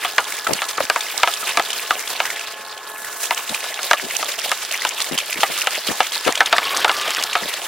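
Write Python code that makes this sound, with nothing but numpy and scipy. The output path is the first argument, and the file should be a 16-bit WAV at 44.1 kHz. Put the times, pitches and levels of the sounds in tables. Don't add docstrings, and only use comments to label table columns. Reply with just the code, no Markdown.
import sys
import numpy as np
from scipy import signal
from scipy.fft import rfft, irfft, next_fast_len
from scipy.io import wavfile

SR = 44100
rng = np.random.default_rng(int(sys.argv[2]) if len(sys.argv) > 2 else 0)


def persist_wave(psi):
    counts = np.round(np.clip(psi, -1, 1) * 32767).astype(np.int16)
    wavfile.write(sys.argv[1], SR, np.atleast_2d(counts).T)


N = 338247


def amp(db):
    return 10 ** (np.asarray(db) / 20)


def rms_one(x):
    return x / np.sqrt(np.mean(x ** 2) + 1e-20)


def in_time(rows):
    time_s, *columns = np.transpose(rows)
    return [np.interp(np.arange(N) / SR, time_s, column) for column in columns]


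def at_hz(points, hz):
    table_hz, table_db = np.array(points).T
    return np.interp(np.log(hz), np.log(table_hz), table_db)


def drift(rate):
    r = np.exp(-40 * np.pi * rate / SR)
    noise = rng.standard_normal(N // 20 + 4002)
    slow = signal.lfilter([1], [1, -2 * r, r * r], noise)[4000:]
    return np.interp(np.arange(N) / 20, np.arange(len(slow)), rms_one(slow))


def ring(clicks, hz, t60):
    r = amp(-60 / (t60 * SR))
    w = 2 * np.pi * hz / SR
    return signal.lfilter([0, np.sin(w)], [1, -2 * r * np.cos(w), r * r], clicks + 1e-18)


def band(x, low_hz, high_hz):
    limits = [low_hz, min(high_hz, .45 * SR)]
    return signal.sosfilt(signal.butter(2, limits, "band", fs=SR, output="sos"), x)


def add(out, s, sound):
    i = int(s * SR)
    out[:, i:i + sound.shape[1]] += sound[:, :N - i]


def fade(t, t60, rise_s):
    return (1 - np.exp(-t / rise_s)) * amp(-60 * t / t60)


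def bump(t, center_s, half_width_s):
    return np.exp(-.5 * ((t - center_s) / half_width_s) ** 2)


# time_s, level_db (relative), cavity_hz (where the pitch settles),
# decay_s (basic length, scaled for each part of the slap), crack_db (height of the bright crack)
SLAPS = [(0.049, -13, 696, 0.051, -22), (0.182, -6, 1420, 0.045, -6.5), (0.6196, -11.5, 1330, 0.044, -10),
         (0.9, -8, 1470, 0.025, -2), (0.961, -9.5, 880, 0.035, -13), (1.233, -4.5, 950, 0.033, -3),
         (1.275, -9.5, 680, 0.037, -15), (1.573, -7.5, 1156, 0.038, -3.5), (1.597, -8, 780, 0.027, -9),
         (1.908, -4, 1154, 0.039, -12), (2.203, -8, 1246, 0.028, -36), (3.309, -9, 906, 0.041, -10),
         (3.642, -21.5, 1450, 0.038, -12), (3.791, -19.5, 1390, 0.041, -36), (3.912, -3.5, 1200, 0.023, -6),
         (3.933, -8.5, 1700, 0.028, -7), (4.228, -16.5, 1130, 0.036, -9), (4.517, -10, 1256, 0.028, -4),
         (4.851, -11.5, 845, 0.023, -7), (5.433, -7, 774, 0.034, -8.5), (5.672, -8, 1254, 0.032, -6),
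         (6.005, -4.5, 724, 0.03, -7), (6.278, -10.5, 1187, 0.04, -10), (6.406, -4, 1520, 0.039, -5),
         (6.528, -5, 1164, 0.051, -7), (6.583, -7.5, 1450, 0.014, -15), (6.846, -5, 846, 0.03, -4.5),
         (6.895, -7.5, 1300, 0.026, -26), (7.354, -8, 707, 0.045, -52)]
# pitch_hz (basic, shifted a little each time), level_db (relative), t60_s
HULL_TONES = [(760, -3, .025), (980, -6, .02), (1250, 0, .022), (1600, -6, .016), (2100, -5, .016),
              (2800, -7, .012), (3500, -10, .012)]
SAG, SAG_S = 0.761, 0.00188


def slaps():
    out, t = np.zeros((2, N)), np.arange(SR // 8) / SR
    for s, level_db, hz, decay_s, crack_db in SLAPS:
        water = rng.standard_normal((4, len(t)))
        blow = water[0] * fade(t, 2.28 * decay_s, 0.0001)
        strengths_db = rng.normal(0, 2.5, len(HULL_TONES))
        shifts = rng.uniform(.94, 1.06, len(HULL_TONES))
        hull = sum(amp(tone_db + own_db) * ring(blow, tone_hz * shift, t60)
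                   for (tone_hz, tone_db, t60), own_db, shift in zip(HULL_TONES, strengths_db, shifts))
        hull = band(hull, 560, 7900)
        cavity_hz = hz * (1 + SAG * np.exp(-t / SAG_S))
        cavity = np.sin(2 * np.pi * np.cumsum(cavity_hz) / SR) * fade(t, 1.8 * decay_s, 0.0014)
        rush = water[2:] * fade(t, 0.62 * decay_s, 0.00013)
        rush = band(band(rush, 540, 3800), 540, 3800)
        crack_shape = fade(t, 0.0042, 0.00037) + 0.058 * fade(t, 0.18 * decay_s, 0.0003)
        crack = band(water[1], 2340, 7900) * crack_shape
        crack = crack / np.abs(crack).max() * [[1], [.5]]
        body = rms_one(hull) + amp(1.0) * rms_one(rush[0]) + amp(-3.5) * rms_one(cavity)
        body = np.array([body, 0.18 * body + 0.47 * rms_one(rush[1])]) / np.abs(body).max()
        add(out, s - .0008, amp(level_db + 6.5) * body + amp(crack_db) * crack)
    return out


# time_s, level_db (relative), pitch_hz (where the first drop starts)
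SPLASHES = [(0.3234, -9, 2080), (0.534, -6.5, 2860), (0.692, -9, 3400), (1.008, -4, 3540),
            (1.338, -3.5, 3380), (1.492, -5.5, 2600), (1.704, -4.5, 2980), (1.731, -4.5, 3030),
            (2.076, -6, 3380), (2.254, -5, 1870), (2.303, -6, 2040), (2.361, -12, 3050),
            (2.394, -9.5, 2730), (2.411, -12.5, 2500), (2.511, -17, 4530), (2.65, -18, 4030),
            (2.777, -16.5, 3000), (3.046, -13.5, 1810), (3.377, -5, 2900), (3.494, -5.5, 3700),
            (3.546, -4, 2420), (4.1094, -8, 2060), (4.319, -7, 3540), (4.39, -8.5, 3000),
            (4.734, -13, 2840), (4.82, -6, 1900), (4.868, -11, 3080), (5.002, -11, 2010),
            (5.178, -0.5, 2980), (5.186, 0.5, 3030), (5.201, -9, 3260), (5.328, -3, 2420),
            (5.406, -6, 2930), (5.6176, -1.5, 2670), (5.7517, -7, 3220), (6.068, -7.5, 3330),
            (6.121, -5.5, 3180), (6.2507, -7.5, 2640), (6.354, -2.5, 3000), (6.3757, -4, 3200),
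            (6.46, 0, 3500), (6.5654, -3.5, 1640), (6.88, -4, 1330), (7.018, -12, 3000), (7.078, -3, 3020),
            (7.169, -9, 2300), (7.331, -3, 2670), (7.5386, -4.5, 3340)]
SPLASH_S = 0.032


def splashes():
    out, t = np.zeros((2, N)), np.arange(SR // 10) / SR
    for s, level_db, hz in SPLASHES:
        late, pitch, size, place = rng.random((4, 11, 1))
        later = np.arange(11)[:, None] > 0
        age = np.maximum(t - later * late * SPLASH_S, 0)
        drop_hz = hz * 2 ** (later * 0.88 * (pitch - .4))
        pings = np.sin(2 * np.pi * drop_hz * age * (1 + 9.3 * age)) * fade(age, 24.0 / drop_hz, 0.00025)
        pings = amp(later * (-9.0 - 16.0 * size)) * pings
        drops = np.array([pings.sum(0), (pings * np.sign(place - .5)).sum(0)])
        spray = band(rng.standard_normal((2, len(t))), 0.34 * hz, 10000) * fade(t, 1.36 * SPLASH_S, 0.017)
        tick = band(rng.standard_normal((2, len(t))), 1200, 7200) * bump(t, .003, 0.0013)
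        splash = amp(-2.5) * drops + amp(-5.5) * spray + amp(-10) * tick
        add(out, s - .0008, amp(level_db) * splash)
    return out


# start_s, level_db (relative), first_hz, last_hz, t60_s
GULPS = [(0.468, -9, 1390, 1280, 0.053), (0.7798, -12, 1410, 1020, 0.06), (0.8042, -5.5, 716, 506, 0.034),
         (1.197, -24, 1150, 1320, 0.08), (1.427, -19.5, 1405, 1170, 0.085),
         (7.179, -16.5, 1804, 1002, 0.08)]


def gulps():
    out, t = np.zeros((2, N)), np.arange(SR // 8) / SR
    for s, level_db, first_hz, last_hz, t60 in GULPS:
        hz = last_hz + (first_hz - last_hz) * np.exp(-t / (0.109 * t60))
        rough, splash = band(rng.standard_normal((2, len(t))), 66, 1470)
        tone = (1 + 2.5 * rough) * np.sin(2 * np.pi * np.cumsum(hz) / SR)
        gulp = band((tone + 1.2 * splash) * fade(t, t60, 0.0002), 417, 6500)
        add(out, s, amp(level_db) * gulp * [[1], [.9]])
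    return out


# time_s, level_db (before panning), pitch_hz, left_minus_right_db
SPITS = [(0.471, -17, 3730, -16), (0.5336, -13, 4610, -24), (0.6876, -15.5, 6140, 11),
         (0.7103, -15.5, 2500, -2.0), (0.7752, -15, 2720, -7), (1.1773, -16, 5800, -26.5),
         (1.9932, -15, 6200, 11), (3.255, -22, 4930, -25), (3.346, -14, 6700, 5),
         (4.1664, -24.5, 6600, -44), (4.2446, -15, 4830, -5), (4.396, -18, 5600, -15),
         (4.890, -12, 7500, 9), (4.4937, -15, 3440, -12), (4.7131, -14, 4500, -13), (5.02, -19, 6360, -30),
         (6.3237, -14, 4600, -15), (6.771, -8.5, 6440, 7), (7.237, -8, 5370, 12)]
SPIT_S = 0.0013


def spits():
    out, t = np.zeros((2, N)), np.arange(SR // 50) / SR
    for s, level_db, hz, pan_db in SPITS:
        burst = rng.standard_normal(len(t)) * bump(t, .006, SPIT_S)
        burst = band(burst, 0.94 * hz, 1.02 * hz) + 1.1 * band(burst, 0.66 * hz, 8800)
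        sides = amp([[pan_db / 2], [-pan_db / 2]])
        add(out, s - .0045, amp(level_db) * sides * burst / np.abs(burst).max())
    return out


# time_s, gurgle_db, fizz_db, spray_db
WASH = [(0.0, -32, -35.5, -42), (0.17, -31, -33.5, -36), (1.47, -30.5, -32, -36.5),
        (2.3, -28.5, -31.5, -35), (2.47, -34.5, -35, -43), (2.86, -31.5, -43.5, -46.5),
        (3.05, -31.5, -39, -38), (3.22, -31, -36, -34), (3.67, -32.5, -32.5, -37), (5.75, -29, -30.5, -36),
        (5.98, -30.5, -31.5, -34.5), (6.37, -29.5, -31, -37.5), (6.75, -21, -26, -35.5),
        (7.03, -24, -26.5, -35.5), (7.33, -30, -31.5, -39.5), (7.67, -28.5, -31, -35)]
# first_s, end_s, gap_s, rise_db (before the accent)
SPRAY = [(0.043, 0.3, 0.24, 6), (0.575, 0.9, 0.12, 2.5), (1.114, 1.7, 0.19, 4), (1.802, 2.35, 0.16, 3),
         (2.51, 3.0, 0.19, 3), (3.245, 4.0, 0.15, 4.5), (4.169, 4.66, 0.14, 5.5), (4.736, 5.1, 0.14, 5.5),
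         (5.173, 5.5, 0.13, 4), (5.603, 6.2, 0.14, 6), (6.312, 6.7, 0.17, 2.5), (6.766, 7.15, 0.19, 3),
         (7.213, 7.67, 0.14, 5.5)]
SWELL_S = 0.02
ACCENT = 0.58


def water_levels(share):
    gurgle_db, fizz_db, spray_db = in_time(WASH)
    t = np.arange(0, N, 50) / SR
    swell_db = sum(rise_db * (1 + ACCENT * (-1) ** k) * bump(t, s, SWELL_S)
                   for first_s, end_s, gap_s, rise_db in SPRAY
                   for k, s in enumerate(np.arange(first_s, end_s, gap_s)))
    swell_db = share * np.interp(np.arange(N) / SR, t, swell_db)
    return gurgle_db + 0.62 * swell_db, fizz_db + 0.92 * swell_db, spray_db + swell_db


# pitch_hz, level_db (relative)
WATER_COLOUR = [(50, -20), (206, -20.5), (376, -17.5), (423, 5), (585, -2.5), (849, -10), (953, -6),
                (1070, -1.5), (2840, 1), (15500, -13.5)]
WASH_SWELLS = .65


def wash():
    gurgle_db, fizz_db, spray_db = water_levels(WASH_SWELLS)
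    out, edges = 0, 30 * 2 ** np.arange(0, 9.6, .5)
    surge, patter = drift(30.0), drift(33.0)
    white = rng.standard_normal((2, 2, N))
    for k, (low_hz, high_hz) in enumerate(zip(edges, edges[1:])):
        hz = np.sqrt(low_hz * high_hz)
        level_db = gurgle_db if hz < 2000 else fizz_db if hz < 6000 else spray_db
        own_db = 1.6 if hz > 300 else 4.0
        swing_db = level_db - level_db.mean() + 0.6 * surge + 2.65 * patter + own_db * drift(21.0)
        out = out + amp(at_hz(WATER_COLOUR, hz) + swing_db) * band(white[k % 2], low_hz, high_hz)
    return amp(-30.0) * out / np.sqrt(np.mean(out[0] ** 2))


def clumped_births(sizes, per_s, clump_db, slow_hz, fast_hz):
    chance = per_s * amp(clump_db * (drift(slow_hz) + drift(fast_hz))) / SR
    return sizes * (rng.random(N) < chance)


def bubbles(level_db, per_s, low_hz, high_hz, cycles, uneven_db, clump_db):
    sizes = amp(uneven_db * np.minimum(rng.exponential(1, N), 4)) * rng.choice([-1, 1], N)
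    born = clumped_births(sizes, per_s, clump_db, 10, 40)
    born = np.array([born, born * rng.choice([-1, 1], N)])
    dealt = np.round(7 + 3.5 * drift(18) + rng.normal(0, 1.8, N)) % 16
    pitches = np.geomspace(low_hz, high_hz, num=16)
    rings = sum(ring(born * (dealt == k), hz, cycles / hz) for k, hz in enumerate(pitches))
    return amp(level_db) * rms_one(band(rings, 0.47 * low_hz, 21000))


def crackle(level_db, per_s, low_hz, high_hz, burst_s, uneven_db, clump_db):
    sizes = amp(uneven_db * np.minimum(rng.exponential(1, N), 4))
    born = clumped_births(sizes, per_s, clump_db, 8, 30)
    bursts = signal.fftconvolve(born, np.hanning(int(burst_s * SR) + 3), "same")
    return amp(level_db) * rms_one(band(bursts * rng.standard_normal((2, N)), low_hz, high_hz))


# time_s, level_db (average strength before panning), pitch_hz, left_minus_right_db
THUMPS = [(0.486, -23.5, 480, 6), (0.522, -28, 270, 7), (0.813, -32.5, 440, -2), (1.579, -30, 427, 4),
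          (2.593, -46, 333, 4), (3.502, -36, 298, 3), (4.034, -33, 360, 7), (5.121, -29, 270, 10.5),
          (5.364, -34.5, 262, 3), (5.493, -33.5, 400, 1), (5.895, -28, 320, 10.5), (6.269, -21, 348, 10),
          (6.272, -25.5, 810, 13), (7.427, -33.5, 350, 6)]
THUMP_S = 0.047


def thumps():
    out, t = np.zeros((2, N)), np.arange(SR // 8) / SR
    for s, level_db, hz, pan_db in THUMPS:
        swell = np.sin(np.pi * np.clip(t / THUMP_S, 0, 1)) ** 0.35
        noise = rng.standard_normal((2, len(t))) * rms_one(band(rng.standard_normal(len(t)), 20, 88))
        core = band((noise + noise[0]) * swell, 0.52 * hz, 2.06 * hz)
        lump = band(core + amp(-2.5) * noise * swell, 56, 1700)
        lump = lump / np.sqrt(np.sum(lump ** 2, 1, keepdims=True) / (THUMP_S * SR))
        add(out, s - .012, amp(level_db) * amp([[pan_db / 2], [-pan_db / 2]]) * lump)
    return out


# pitch_hz (about 2.8 s in, before wavering), level_db (relative)
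HUM = [(430.7, -52), (683.7, -49), (855.9, -47), (1077, -46), (1287, -50), (1400, -50), (1507, -48),
       (1707, -41)]
# time_s, level_db (relative)
HUM_LEVEL = [(0, -1.5), (3.2, -1.5), (4.5, -4.5), (6.3, -3.5), (6.8, 2.5), (7.67, -3.5)]
# time_s, pitch_hz, level_db
WHINE = [(6.621, 1050, -34), (6.72, 1088, -22.5), (6.801, 1120, -40), (7.031, 1215, -29.5),
         (7.2, 1205, -41)]


def hum():
    t = np.arange(N) / SR
    waver = np.cumsum(1 + 0.0023 * drift(9.3) + 0.001201 * (t - 2.8)) / SR
    tones = sum(amp(db + 3.0 + 2 * drift(5)) * np.sin(2 * np.pi * (hz * waver + rng.random()))
                for hz, db in HUM)
    hz, db = in_time(WHINE)
    heard = np.clip(np.minimum(t - WHINE[0][0], WHINE[-1][0] - t) / 0.063, 0, 1)
    whine_level = heard * amp(db + 4 * drift(50))
    whine = whine_level * np.sin(2 * np.pi * np.cumsum(hz * (1 + .018 * drift(60))) / SR)
    return (amp(in_time(HUM_LEVEL)[0]) * tones + whine) * [[1], [.3]]


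MONO_S = (6.36, 7.114)
MONO_FADE_S = (0.079, 0.38)


def spread():
    t = np.arange(N) / SR
    closing = (MONO_S[0] - t) / MONO_FADE_S[0]
    opening = (t - MONO_S[1]) / MONO_FADE_S[1]
    return np.clip(np.maximum(closing, opening), 0, 1)


# pitch_hz, level_db
WIDTH = [(60, -8), (200, -8), (380, -12.5), (700, -14), (1290, -21.5), (2380, -20.5), (4400, -5.5),
         (8120, 2.5), (15000, 0)]
# pitch_hz, left_minus_right_db
LEAN = [(1000, -0.5), (4000, -0.5), (8000, -3), (15000, 0)]


def scene():
    gurgle_db, fizz_db, spray_db = water_levels(1)
    water = wash()
    water = water + bubbles(gurgle_db - 8.5, 450, 600, 2200, cycles=14, uneven_db=3.5, clump_db=3.5)
    water = water + bubbles(fizz_db - 3.0, 1000, 1900, 6000, cycles=24, uneven_db=6.0, clump_db=4)
    water = water + crackle(fizz_db - 10.5, 100, 1450, 7300, burst_s=0.0042, uneven_db=6.5, clump_db=2.5)
    water = water + crackle(spray_db - 7.0, 220, 6800, 14200, burst_s=0.0044, uneven_db=1.5, clump_db=4.0)
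    size = next_fast_len(N + SR // 4)
    mid, side = rfft(water + slaps() + gulps() + splashes() + hum(), size)
    hz = np.maximum(np.arange(len(mid)) * SR / size, 1)
    side = side * amp(at_hz(WIDTH, hz))
    lean = amp(at_hz(LEAN, hz) / 2)
    stereo = irfft(np.array([(mid + side) * lean, (mid - side) / lean]), size)[:, :N]
    left, right = stereo + thumps() + spits()
    return (left + right) / 2 + spread() * (left - right) / 2 * [[1], [-1]]


CUTOFF_HZ = 16100


def record(dry):
    loud = np.clip(dry, -1, 1)
    low_pass = signal.cheby2(22, 50, CUTOFF_HZ, fs=SR, output="sos")
    return np.clip(signal.sosfilt(low_pass, loud), -1, 1)


dry = scene()
out = record(dry)
persist_wave(out)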